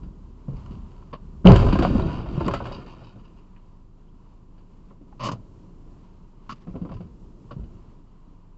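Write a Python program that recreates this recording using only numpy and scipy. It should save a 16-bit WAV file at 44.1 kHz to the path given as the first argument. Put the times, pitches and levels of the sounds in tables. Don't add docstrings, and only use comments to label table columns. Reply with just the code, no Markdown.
import sys
import numpy as np
from scipy import signal
from scipy.fft import rfft, irfft, next_fast_len
from scipy.io import wavfile
from scipy.ndimage import uniform_filter1d

SR = 44100
rng = np.random.default_rng(int(sys.argv[2]) if len(sys.argv) > 2 else 0)


def int16_out(signal):
    q = np.round(np.clip(np.atleast_2d(signal).T, -1, 1) * 32767)
    wavfile.write(sys.argv[1], SR, q.astype(np.int16))


N = 377937
TIME = np.arange(N) / SR
SHORT = TIME[:SR // 2]

# f/Hz, relative level/dB
RUMBLE_COLOUR = [(15, -16), (30, 6), (60, -1.5), (120, -2), (190, -3), (260, -7.5), (380, -9.5), (500, -19),
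                 (750, -27), (1500, -46)]
AIR_COLOUR = [(300, -22.5), (600, -3), (820, -4.5), (970, 4.5), (1250, -5), (1700, -17), (2300, -18.5),
              (2900, -15.5), (3600, -23.5), (4200, -21), (4700, -22.5), (5700, -28.5), (7600, -28)]
TYRE_COLOUR = [(12, -15), (25, -3), (70, 8.5), (100, -4), (130, -1.5), (170, 2), (230, -5), (500, -59.5)]
CHASSIS_COLOUR = [(12, -24), (25, -2), (38, -9), (53, -2), (70, -8.5), (100, -7), (140, -25), (300, -68.5)]
BODY_COLOUR = [(40, -29), (90, -10.5), (120, 6.5), (150, 0), (190, 2), (260, -3), (340, -4.5), (430, -13),
               (600, -19.5), (1500, -69)]
PANEL_COLOUR = [(200, -25), (400, 5), (480, -7.5), (555, 3.5), (610, -3.5), (670, 2.5), (760, -4),
                (900, -5.5), (1040, -0.5), (1200, -8.5), (1370, -12), (1650, -28.5), (2200, -23.5),
                (5000, -54.5)]
SHARD_COLOUR = [(700, -14.5), (1050, 7), (1400, 9.5), (1650, 3), (1900, -5.5), (2200, -2), (2550, 1),
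                (2900, 5.5), (3250, -3), (3500, -7.5), (3850, -4), (4150, -10.5), (4650, -0.5),
                (5200, -15.5), (5700, -18.5), (7500, -23.5)]
TRIM_COLOUR = [(300, 11), (600, -7), (1200, -6), (1600, 5), (2100, 2.5), (2500, 5.5), (2950, 10.5),
               (3250, -1.5), (3500, -1), (4050, -3), (4650, 6), (5200, 0.5), (5700, -6), (6300, -1),
               (7600, -7.5)]
DASH_COLOUR = [(40, -26), (85, -24.5), (122, 17), (155, -3.5), (220, 2), (300, -6), (420, -13.5),
               (800, -65)]
CLATTER_COLOUR = [(600, -8), (1000, 19.5), (1350, 1.5), (1900, -12), (2450, 2), (2900, 8.5), (3450, -11.5),
                  (3850, -1.5), (4150, -10), (4650, 0), (5600, -14.5), (7500, -22)]
CRACKLE_COLOUR = [(400, -16), (800, -0.5), (1200, 6), (1900, -24), (2700, -3), (4200, -10), (7500, -27)]
CRACK_COLOUR = [(300, -6.5), (700, 10.5), (1300, 18), (1900, 2), (2900, 4.5), (3600, -4), (4700, -2.5),
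                (5800, -15), (7500, -10)]
RUSTLE_COLOUR = [(400, -10), (1100, 10), (1700, -1.5), (2900, -1), (3600, -6), (4700, -8), (7500, -15.5)]

# t/s, level/dB (the vent air follows by half)
BACKGROUND_LEVEL = [(0, 6), (3, 4), (4.1, -1.5), (5.6, 5), (6.4, 3), (7.7, 5), (8.57, -1)]
RUMBLE_DB, AIR_DB = -53.5, -67

# t/s, firing rate f/Hz
FIRING_RATE = [(0, 36.45), (.58, 34.98), (.82, 31.2), (1.4, 31.64), (2, 28.63), (3.35, 27.11),
               (3.75, 25.62), (4.3, 26.84), (5, 24.91), (7.1, 27.23), (7.8, 25.37), (8.57, 25.36)]
# multiple of the firing rate, mean level/dB
UPPER_ORDERS = [(3, -66.5), (4, -60.5), (5, -70), (6, -66), (7, -61.5), (9, -71.5), (11, -70.5)]
IDLE_HZ, FIRST_DB, FIRST_DB_PER_HZ, SECOND_DB, SECOND_DB_PER_HZ = 25.7, -48.5, 0.3, -61.5, 1

ROLL_DB, STOP_S, STOP_T60_S = -51.5, 2.53, 3.1
BRAKE_S, BRAKE_RISE_S, BRAKE_T60_S = 0.6, 0.23, 3.3
DRONE_DB, SCRUB_DB, GRIT_DB = -44, -56.5, -70

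# peak t/s, rise/s, t60/s, level/dB
RUSTLE_SWELLS = [(4.6, 0.041, .5, -76), (4.88, .2, .6, -75), (6.04, 0.22, 0.67, -69.5),
                 (6.47, .1, 2.1, -67), (7.76, 0.19, 1.1, -69.5)]
SQUEAK_S, SQUEAK_LENGTH_S, SQUEAK_DB = 4.07, 0.035, -73
SQUEAK_HZ, SQUEAK_RISE_HZ_PER_S = 2650, 27000
# t/s, f/Hz, ring level/dB, click level/dB, t60/s, treble edge f/Hz
TRIM_TICKS = [(.567, 900, -45.5, -58, 0.084, 5000), (.661, 1096, -39, -58, 0.027, 7000),
              (1.025, 1050, -41, -68, 0.031, 4000), (3.561, 1900, -66.5, -56, .08, 2800),
              (4.908, 1048, -41.5, -61, 0.021, 1800), (5.125, 830, -41, -51, 0.043, 1500),
              (6.494, 1083, -20.5, -45, .024, 4000), (6.505, 1110, -23.5, -54, 0.025, 8000),
              (6.674, 1310, -44, -68, 0.019, 4500), (6.894, 1000, -40, -57, 0.047, 3500),
              (6.918, 1140, -36, -51, 0.035, 3500), (6.94, 2940, -60, -55.5, .08, 7000),
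              (6.966, 1010, -47.5, -58, 0.12, 4500), (7.508, 1130, -33, -63, 0.033, 4000)]
# t/s, length/s, upper resonance f/Hz, its level/dB,
# lower resonance level/dB, rasp level/dB, drumming level/dB, t60/s, treble edge f/Hz
TRIM_SCRAPES = [(1.128, 0.015, 1040, -36, -38.5, -45.5, -34, 0.074, 4300),
                (5.194, 0.076, 1050, -34.5, -40.5, -41, -38, 0.077, 5500),
                (5.231, 0.048, 1070, -30.5, -37, -35.5, -34, .04, 12000),
                (5.284, 0.0089, 1038, -27.5, -35.5, -39.5, -27, 0.065, 7000),
                (5.314, 0.0067, 1030, -33.5, -37, -40, -29.5, 0.078, 9000),
                (6.491, 0.024, 1280, -41, -61, -44.5, -40.5, .025, 6500),
                (6.517, 0.012, 1160, -40, -55, -44, -36, 0.038, 6500),
                (7.509, .01, 1098, -45.5, -42, -53, -37, 0.089, 4490)]
LOWER_HZ = 555
# t/s, middle thud f/Hz, thud level/dB, thud t60/s, clack level/dB, creak level/dB
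CABIN_BUMPS = [(0.03, 59.5, -34.5, 0.39, -57, -60), (0.482, 143, -26, 0.37, -44.5, -68),
               (0.529, 42, -34.5, 0.64, -50, -71), (0.709, 170, -34, 0.13, -58, -55.5),
               (3.014, 127, -42.5, 0.33, -47.5, -65), (3.158, 120, -41.5, 0.16, -50.5, -81),
               (4.579, 114.1, -62, 0.25, -64, -66.5), (4.907, 134, -47.5, 0.11, -53.5, -78),
               (5.012, 292, -45.5, 0.08, -64, -74), (5.331, 119, -33, 0.22, -41.5, -56),
               (6.669, 180, -38, 0.078, -44, -64.5), (6.681, 181.4, -33.5, 0.083, -53, -73),
               (6.741, 177.2, -35.5, .1, -44, -79), (6.754, 265, -36, 0.2, -37.5, -58.5),
               (6.815, 185, -26, 0.11, -50, -61), (6.848, 297, -37, 0.11, -40.5, -61),
               (6.888, 190, -46, 0.11, -43.5, -61), (6.908, 184, -34, 0.088, -42, -67),
               (6.917, 161, -42, 0.14, -42.5, -58), (6.95, 115.5, -34.5, 0.1, -55, -77),
               (7.003, 182.5, -35, 0.16, -44.5, -58), (7.029, 94, -40.5, 0.22, -63, -78),
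               (7.064, 153, -44, 0.087, -60, -80), (7.565, 150, -29.5, 0.094, -58, -74),
               (7.595, 55.6, -33, .13, -56, -65.5), (7.634, 75, -35, 0.088, -66, -64)]
BUMP_CLACK_HZ = 492
THUD_SAG, SAG_S = 0.18, 0.013

# t/s, length/s, level/dB
FRAGMENT_RUNS = [(2.117, 0.045, -47.5), (2.161, 0.05, -50.5), (2.31, 0.012, -60.5), (2.365, .02, -52),
                 (2.445, .012, -47.5), (2.639, .008, -50.5), (2.717, 0.013, -45), (2.744, 0.013, -47),
                 (2.863, 0.038, -53), (2.905, 0.023, -52), (2.983, 0.022, -63), (3.037, 0.051, -57.5),
                 (3.188, 0.022, -63), (3.245, 0.01, -61), (3.363, 0.028, -64.5)]
# t/s, f/Hz, level/dB, t60/s
LARGE_SPLINTERS = [(1.4715, 2920, -0.5, 0.014), (1.52, 4800, -22, 0.014), (1.561, 3230, -16, 0.0096),
                   (1.666, 4600, -39, 0.016), (2.02, 3860, -37, 0.032), (2.464, 4570, -27, 0.014),
                   (2.654, 2930, -39, 0.034), (2.723, 4670, -35, 0.035), (2.747, 4700, -34, 0.037),
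                   (3.04, 4730, -48, 0.03)]
# t/s, level/dB, t60/s
PLASTIC_CRACKS = [(1.518, -27.5, 0.016), (1.56, -32, 0.058), (1.6, -39, 0.046), (1.665, -43, 0.12),
                  (1.789, -35.5, 0.049), (1.822, -43, .035), (1.995, -50.5, 0.0242), (2.461, -46, 0.052),
                  (2.481, -36.5, 0.025), (2.538, -32.5, 0.064), (2.654, -48.5, .04), (2.668, -49, 0.044),
                  (2.721, -52, 0.026)]
# peak t/s, rise/s,
# chassis shudder level/dB, body level/dB, panel crunch level/dB, shards level/dB
WRECK_LURCHES = [(1.525, 0.068, -10.5, -19, -30.5, -40), (1.95, 0.31, -22, -24, -37, -45.5),
                 (2.34, 0.19, -30, -32, -55.5, -57), (2.46, 0.29, -34, -40.5, -40.5, -50),
                 (2.66, 0.11, -45, -39.5, -69, -53)]
CHASSIS, BODY_SHELL, PANELS, PLASTIC = range(4)
SHUDDER_T60_S, BODY_T60_S, PANEL_T60_S, SHARD_T60_S = 1.2, 1.53, 1.56, 1.64
JERK_DB, JERKS_PER_S = 2, 45
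CRACKLE_DB, CRACKLES_PER_S = -15, 78
DENT_HZ, DENT_OCTAVES, DENT_T60_S, DENT_DB = 324.8, 1.8, 0.16, 0.5
# t/s, middle thud f/Hz, thud level/dB,
# clack f/Hz, clack level/dB, crack level/dB, clack t60/s (bell and crack ring in proportion)
CRUSH_BLOWS = [(1.457, 188, -31, 416, -18, -36, 0.038), (1.487, 413, -11, 830, -20, -29.5, 0.092),
               (1.506, 126.6, -4.5, 518, -10, -30, 0.12), (1.519, 130, -15.5, 505, -18, -26, 0.22),
               (1.532, 190, -18.5, 1010, -17.5, -41.5, 0.097), (1.556, 191, -17, 966, -19, -26, 0.11),
               (1.591, 120, -30, 590, -24.5, -35.5, 0.09), (1.624, 169, -29.5, 520, -21, -60, 0.085),
               (1.645, 154, -16, 465, -37, -48, .09), (1.665, 130, -20, 1004, -23.5, -56, 0.091),
               (1.684, 109.5, -19, 1028, -27.5, -31, 0.14), (1.726, 202, -16, 983, -24, -26, 0.073),
               (1.754, 282, -22.5, 1043, -21.5, -36.5, 0.07), (1.79, 278.6, -16, 430, -26, -30, 0.068),
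               (1.809, 339, -22, 1036, -23.5, -41, 0.1), (1.824, 240, -20.5, 482, -16.5, -23.5, 0.11),
               (1.85, 164, -25, 722, -16, -42, 0.059), (1.87, 202, -23, 630, -27.5, -47, 0.051),
               (1.9, 149, -17, 455, -45, -44, 0.064), (1.951, 214, -17.5, 557, -32, -51, 0.1),
               (1.996, 181.5, -21.5, 966, -27, -38, 0.039), (2.023, 180, -29, 658, -30, -63, 0.15),
               (2.052, 134, -22.5, 478, -42, -67, 0.098), (2.079, 141, -35, 973, -31.5, -39, 0.49),
               (2.188, 200, -45, 457, -31.5, -55, 0.2), (2.259, 113.3, -31, 606, -33.5, -55, 0.085),
               (2.377, 154, -22.5, 405, -38.5, -63, 0.089), (2.407, 343, -22.5, 899, -23.5, -36.5, 0.077),
               (2.462, 140, -20.5, 500, -43, -41, 0.066), (2.471, 328, -25, 474, -29, -51, 0.055),
               (2.482, 186, -26, 545, -17, -40, 0.065), (2.509, 149, -45, 1064, -28, -35, 0.069),
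               (2.536, 282, -29, 680, -21, -30, 0.089), (2.553, 290, -41.5, 1320, -27.5, -42, 0.098),
               (2.602, 110, -44, 970, -26, -53, 0.082), (2.618, 62, -34, 800, -40, -62, .06),
               (2.655, 109, -39, 1015, -35, -40, 0.075), (2.666, 200, -46, 553, -31, -42, 0.18),
               (2.712, 149, -35, 554, -31.5, -52, 0.21), (2.781, 147, -31, 460, -50, -66, 0.086)]
# delay/s, mean f/Hz, level/dB, t60/s
BLOW_MODES = [(0.00045, 184, 4, 0.29), (0.0034, 390, -8.5, 0.38), (0.00033, 440, -12, 0.23),
              (.002, 555, -15, .3), (0.016, 669, -17.5, .3), (0.008, 940, -22.5, .25),
              (0.034, 122, -7.5, 0.35), (0.016, 54, -3, 0.3)]
TOUCH_S, IMPACT_S = 1.445, 1.451

CUTOFF_HZ = 7600


def amp(db):
    return 10 ** (np.asarray(db) / 20)


def unit(x):
    return x / np.sqrt(np.mean(x ** 2))


def burst(x):
    return x / np.sqrt(np.mean(x[:int(0.03 * SR)] ** 2))


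def curves(rows):
    s, *columns = np.transpose(rows)
    return [np.interp(TIME, s, c) for c in columns]


def colour(x, spectrum):
    size = next_fast_len(len(x) + SR // 10, True)
    size += size % 2
    table_hz, table_db = np.transpose(spectrum)
    bin_hz = np.arange(size // 2 + 1) * SR / size
    gain_db = np.interp(np.log(bin_hz + 1), np.log(table_hz), table_db)
    cepstrum = irfft(np.log(amp(gain_db)))
    cepstrum[1:size // 2] *= 2
    cepstrum[size // 2 + 1:] = 0
    response = np.exp(rfft(cepstrum))
    return irfft(rfft(x, size) * response)[:len(x)]


def steady(x, span_s):
    size = int(span_s * SR)
    power = uniform_filter1d(uniform_filter1d(x ** 2, size), size)
    return x / np.sqrt(np.abs(power) + 1e-18)


def walk(rate):
    points = rng.standard_normal(1000)
    return np.interp(TIME * rate, np.arange(len(points)), points)


def snaps(count, rate, spread_db):
    chance = rng.random(count)
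    size = np.minimum(rng.exponential(size=count), 4)
    sign = rng.choice([-1, 1], count)
    return (chance < rate / SR) * sign * amp(spread_db * size)


def fade(t, t60):
    return np.exp(-np.log(1000) * t / t60)


def swell(peak_s, rise_s, t60):
    rise = np.clip((TIME - peak_s) / rise_s + 1, 0, 1)
    return rise ** 2 * fade(np.maximum(TIME - peak_s, 0), t60)


def add(out, s, x):
    start = int(s * SR)
    out[start:start + len(x)] += x[:N - start]


def rush(spectrum, flicker_db):
    return unit(colour(rng.standard_normal(N), spectrum)) * amp(flicker_db * walk(rate=12))


def ring(hz, t60, rise_s):
    return np.sin(2 * np.pi * hz * SHORT) * fade(SHORT, t60) * (1 - fade(SHORT, rise_s))


def resonance(x, hz, width_hz):
    return signal.lfilter(*signal.iirpeak(hz, hz / width_hz, fs=SR), x)


def dull(x, top_hz):
    return signal.sosfilt(signal.butter(4, top_hz, fs=SR, output="sos"), x)


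def reflect(x, wet, t60):
    tail = rng.standard_normal(len(SHORT)) * fade(SHORT, t60)
    return x + wet * signal.fftconvolve(x, tail / np.linalg.norm(tail))[:len(x)]


def rattle(spectrum, t60, rate, spread_db):
    contacts = snaps(len(SHORT), rate, spread_db) + 0.036 * rng.standard_normal(len(SHORT))
    chatter = steady(contacts, span_s=0.0089)
    return burst(colour(chatter * fade(SHORT, t60), spectrum))


def thud(hz, t60, rise_s):
    pitch = hz * (1 + THUD_SAG * (np.exp(-SHORT / SAG_S) - 0.5))
    tone = np.sin(2 * np.pi * np.cumsum(pitch) / SR)
    return burst(tone * fade(SHORT, t60) * (1 - fade(SHORT, rise_s)))


def tinkle(hz, t60):
    modes = ring(hz, t60, rise_s=0.004) + 0.5 * ring(0.81 * hz, t60, rise_s=0.002)
    grit = rng.standard_normal(len(SHORT))
    for _ in range(2):
        grit = resonance(grit, hz, width_hz=1200)
    return 0.5 * modes + 0.45 * grit * fade(SHORT, t60)


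def settling(t60, part):
    struck = 1 - fade(np.maximum(TIME - IMPACT_S, 0), t60=0.1)
    power = np.zeros(N)
    for s, rise_s, *levels_db in WRECK_LURCHES:
        power += (amp(levels_db[part]) * swell(s, rise_s, t60)) ** 2
    return struck * np.sqrt(power)


def cabin():
    level_db, = curves(BACKGROUND_LEVEL)
    rumble = amp(RUMBLE_DB + level_db) * rush(RUMBLE_COLOUR, flicker_db=1.64)
    air = amp(AIR_DB + level_db / 2) * rush(AIR_COLOUR, flicker_db=1.2)
    return rumble + air


def tyres():
    rolling = fade(np.maximum(TIME - STOP_S, 0), STOP_T60_S)
    braking = swell(BRAKE_S, BRAKE_RISE_S, BRAKE_T60_S)
    drone_level = np.hypot(amp(ROLL_DB) * rolling, amp(DRONE_DB) * braking)
    drone = drone_level * rush(TYRE_COLOUR, flicker_db=7.5)
    scrub = amp(SCRUB_DB) * rush(AIR_COLOUR, flicker_db=1)
    sand = amp(GRIT_DB) * unit(colour(snaps(N, rate=350, spread_db=10.0), SHARD_COLOUR))
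    return drone + braking * (scrub + sand)


def engine():
    hz, = curves(FIRING_RATE)
    phase = 2 * np.pi * np.cumsum(hz) / SR
    out = amp(FIRST_DB + FIRST_DB_PER_HZ * (hz - IDLE_HZ)) * np.sin(phase)
    out += amp(SECOND_DB + SECOND_DB_PER_HZ * (hz - IDLE_HZ)) * np.sin(2 * phase)
    for order, db in UPPER_ORDERS:
        level = amp(db + 1.5 * walk(rate=14.0))
        out += level * np.sin(round(order) * phase + 0.96 * walk(rate=5.6))
    return np.sqrt(2) * out


def rustles():
    level = sum(amp(db) * swell(s, rise_s, t60) for s, rise_s, t60, db in RUSTLE_SWELLS)
    grain = unit(colour(snaps(N, rate=3300, spread_db=5), RUSTLE_COLOUR))
    return level * amp(3.6 * walk(rate=30)) * grain


def squeak():
    out, t = np.zeros(N), TIME[:int(SQUEAK_LENGTH_S * SR)]
    phase = 2 * np.pi * np.cumsum(SQUEAK_HZ + SQUEAK_RISE_HZ_PER_S * t) / SR
    envelope = np.sin(np.pi * t / SQUEAK_LENGTH_S)
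    add(out, SQUEAK_S, amp(SQUEAK_DB) * envelope * np.sin(phase))
    return out


def ticks():
    out = np.zeros(N)
    for s, hz, ring_db, click_db, t60, top_hz in TRIM_TICKS:
        click = 0.5 * dull(rattle(TRIM_COLOUR, t60, rate=1500, spread_db=-0.5), top_hz)
        modes = ring(hz, t60, rise_s=0.009) + 0.4 * ring(1.24 * hz, t60, rise_s=0.009)
        add(out, s, amp(ring_db) * modes + amp(click_db) * click)
    return out


def scrapes():
    out = np.zeros(N)
    for s, length, upper_hz, upper_db, lower_db, rasp_db, drum_db, t60, top_hz in TRIM_SCRAPES:
        bite = 1 - fade(SHORT, t60=0.008 + 0.7 * length)
        slips = snaps(len(SHORT), rate=1800, spread_db=3)
        after = np.maximum(SHORT - length, 0)
        trim = amp(rasp_db) * dull(steady(colour(slips, TRIM_COLOUR), span_s=0.0034), top_hz)
        for hz, db in ((upper_hz, upper_db), (LOWER_HZ, lower_db)):
            mode = resonance(resonance(slips, hz, width_hz=130), hz, width_hz=400)
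            trim += amp(db) * steady(mode, span_s=0.012)
        drum = amp(drum_db) * steady(colour(slips, DASH_COLOUR), span_s=0.12)
        add(out, s, bite * (trim * fade(after, t60) + drum * fade(after, 2 * t60)))
    return out


def bumps():
    out = np.zeros(N)
    for s, thud_hz, thud_db, t60, clack_db, creak_db in CABIN_BUMPS:
        knock = 0.71 * thud(thud_hz, t60, rise_s=0.0062)
        knock += 0.29 * rattle(BODY_COLOUR, t60=0.4, rate=2400, spread_db=5.5)
        sway = 0.16 * rattle(CHASSIS_COLOUR, t60=1.0, rate=320, spread_db=12.0)
        clack = 0.33 * burst(ring(BUMP_CLACK_HZ, t60=0.073, rise_s=0.0077))
        clack += 0.49 * rattle(PANEL_COLOUR, t60=0.13, rate=660, spread_db=0.5)
        creak = 0.63 * rattle(SHARD_COLOUR, t60=0.17, rate=720, spread_db=2.0)
        padded = (amp(clack_db) * clack + amp(creak_db) * creak) * (1 - fade(SHORT, t60=0.011))
        add(out, s, amp(thud_db) * (knock + sway) + padded)
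    return out


def clatters():
    out = np.zeros(N)
    for s, length, db in FRAGMENT_RUNS:
        clicks = reflect(snaps(len(SHORT), rate=450, spread_db=3), wet=0.6, t60=0.03)
        tumble = steady(clicks, span_s=0.02) * fade(np.maximum(SHORT - length, 0), t60=0.21)
        add(out, s, amp(db) * burst(colour(tumble, CLATTER_COLOUR)))
    return out


def debris(count=200):
    out, trickle = np.zeros(N), settling(SHARD_T60_S, PLASTIC)
    for s, hz, db, t60 in LARGE_SPLINTERS:
        add(out, s, amp(db) * tinkle(hz, t60))
    for when, pitch, size in rng.random((count, 3)):
        s = 1.5 + 2 * when
        size_db = 11 * size ** 3 - 5
        add(out, s, trickle[int(s * SR)] * amp(size_db) * tinkle(2500 + 2600 * pitch, t60=0.035))
    return reflect(out, wet=0.34, t60=0.12)


def cracks():
    out = np.zeros(N)
    for s, db, t60 in PLASTIC_CRACKS:
        add(out, s, amp(db) * rattle(CRACK_COLOUR, t60, rate=5000, spread_db=2))
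    return out


def dents(count=70):
    out, strain = np.zeros(N), settling(PANEL_T60_S, PANELS)
    for when, pitch, size in rng.random((count, 3)):
        s = 1.5 + 1.5 * when
        pop = ring(DENT_HZ * 2 ** (DENT_OCTAVES * pitch), DENT_T60_S, rise_s=0.003)
        level = amp(DENT_DB) * strain[int(s * SR)] * (1 + size) * (1 - pitch / 2)
        add(out, s, level * pop)
    return out


def wreck():
    strain = settling(PANEL_T60_S, PANELS)
    shudder = steady(colour(rng.standard_normal(N), CHASSIS_COLOUR), span_s=0.11)
    shudder *= settling(SHUDDER_T60_S, CHASSIS)
    body = steady(colour(snaps(N, rate=500, spread_db=0.5), BODY_COLOUR), span_s=0.026)
    body *= settling(BODY_T60_S, BODY_SHELL)
    panels = strain * steady(colour(snaps(N, rate=400, spread_db=0.0), PANEL_COLOUR), span_s=0.06)
    crackle = reflect(snaps(N, CRACKLES_PER_S, spread_db=3), wet=0.6, t60=0.02)
    crackle = amp(CRACKLE_DB) * strain * steady(colour(crackle, CRACKLE_COLOUR), span_s=0.08)
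    shards = reflect(snaps(N, rate=760, spread_db=-3.0), wet=0.94, t60=0.038)
    shards = settling(SHARD_T60_S, PLASTIC) * steady(colour(shards, SHARD_COLOUR), span_s=0.13)
    jerks = amp(JERK_DB * walk(JERKS_PER_S))
    return shudder + body + crackle + jerks * (panels + shards)


def crunches():
    out = np.zeros(N)
    for s, thud_hz, thud_db, clack_hz, clack_db, crack_db, t60 in CRUSH_BLOWS:
        boom = 0.56 * thud(thud_hz, t60=0.15, rise_s=0.011)
        boom += 0.47 * rattle(BODY_COLOUR, t60=0.081, rate=1500, spread_db=2.5)
        bell = ring(clack_hz, t60=1.3 * t60, rise_s=0.006)
        bell += 0.4 * ring(1.53 * clack_hz, t60, rise_s=0.004)
        clack = 0.22 * burst(bell) + 0.26 * rattle(PANEL_COLOUR, t60, rate=1100, spread_db=4.0)
        snap = 0.22 * rattle(PANEL_COLOUR, t60=0.03, rate=2500, spread_db=3)
        crack = 0.32 * rattle(SHARD_COLOUR, t60=2.8 * t60, rate=3900, spread_db=1.5)
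        add(out, s, amp(thud_db) * boom + amp(clack_db) * (clack + snap) + amp(crack_db) * crack)
    return out


def impact():
    out = np.zeros(N)
    touch = amp(-14.0) * ring(hz=189, t60=0.044, rise_s=0.0055)
    touch += amp(-41.5) * rattle(PANEL_COLOUR, t60=0.026, rate=650, spread_db=5.5)
    add(out, TOUCH_S, touch)
    for delay, hz, db, t60 in BLOW_MODES:
        wander = 1 + 0.04 * walk(rate=110)[:len(SHORT)]
        phase = 2 * np.pi * hz * np.cumsum(wander) / SR
        envelope = fade(SHORT, t60) * (1 - fade(SHORT, t60=0.016))
        add(out, IMPACT_S + delay, -amp(db) * np.sin(phase) * envelope)
    bite = 1 - fade(SHORT, t60=0.025)
    crush = bite * fade(np.maximum(SHORT - 0.05, 0), t60=0.083)
    for spectrum, db in ((BODY_COLOUR, -11), (PANEL_COLOUR, -20), (SHARD_COLOUR, -29)):
        fractures = colour(snaps(len(SHORT), rate=8000, spread_db=1.5), spectrum)
        add(out, IMPACT_S, amp(db) * crush * steady(fractures, span_s=0.069))
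    return out


def scene():
    background = cabin() + tyres() + engine()
    inside = rustles() + squeak() + ticks() + scrapes() + bumps()
    crash = clatters() + debris() + cracks() + dents() + wreck() + crunches() + impact()
    return (background + inside + crash)[None]


def record(dry):
    ceiling = 0.88
    clipped = dry / (1 + (dry / ceiling) ** 6) ** (1 / 6)
    return signal.sosfilt(signal.ellip(8, 0.3, 70, CUTOFF_HZ, fs=SR, output="sos"), clipped)


dry = scene()
out = record(dry)
int16_out(out)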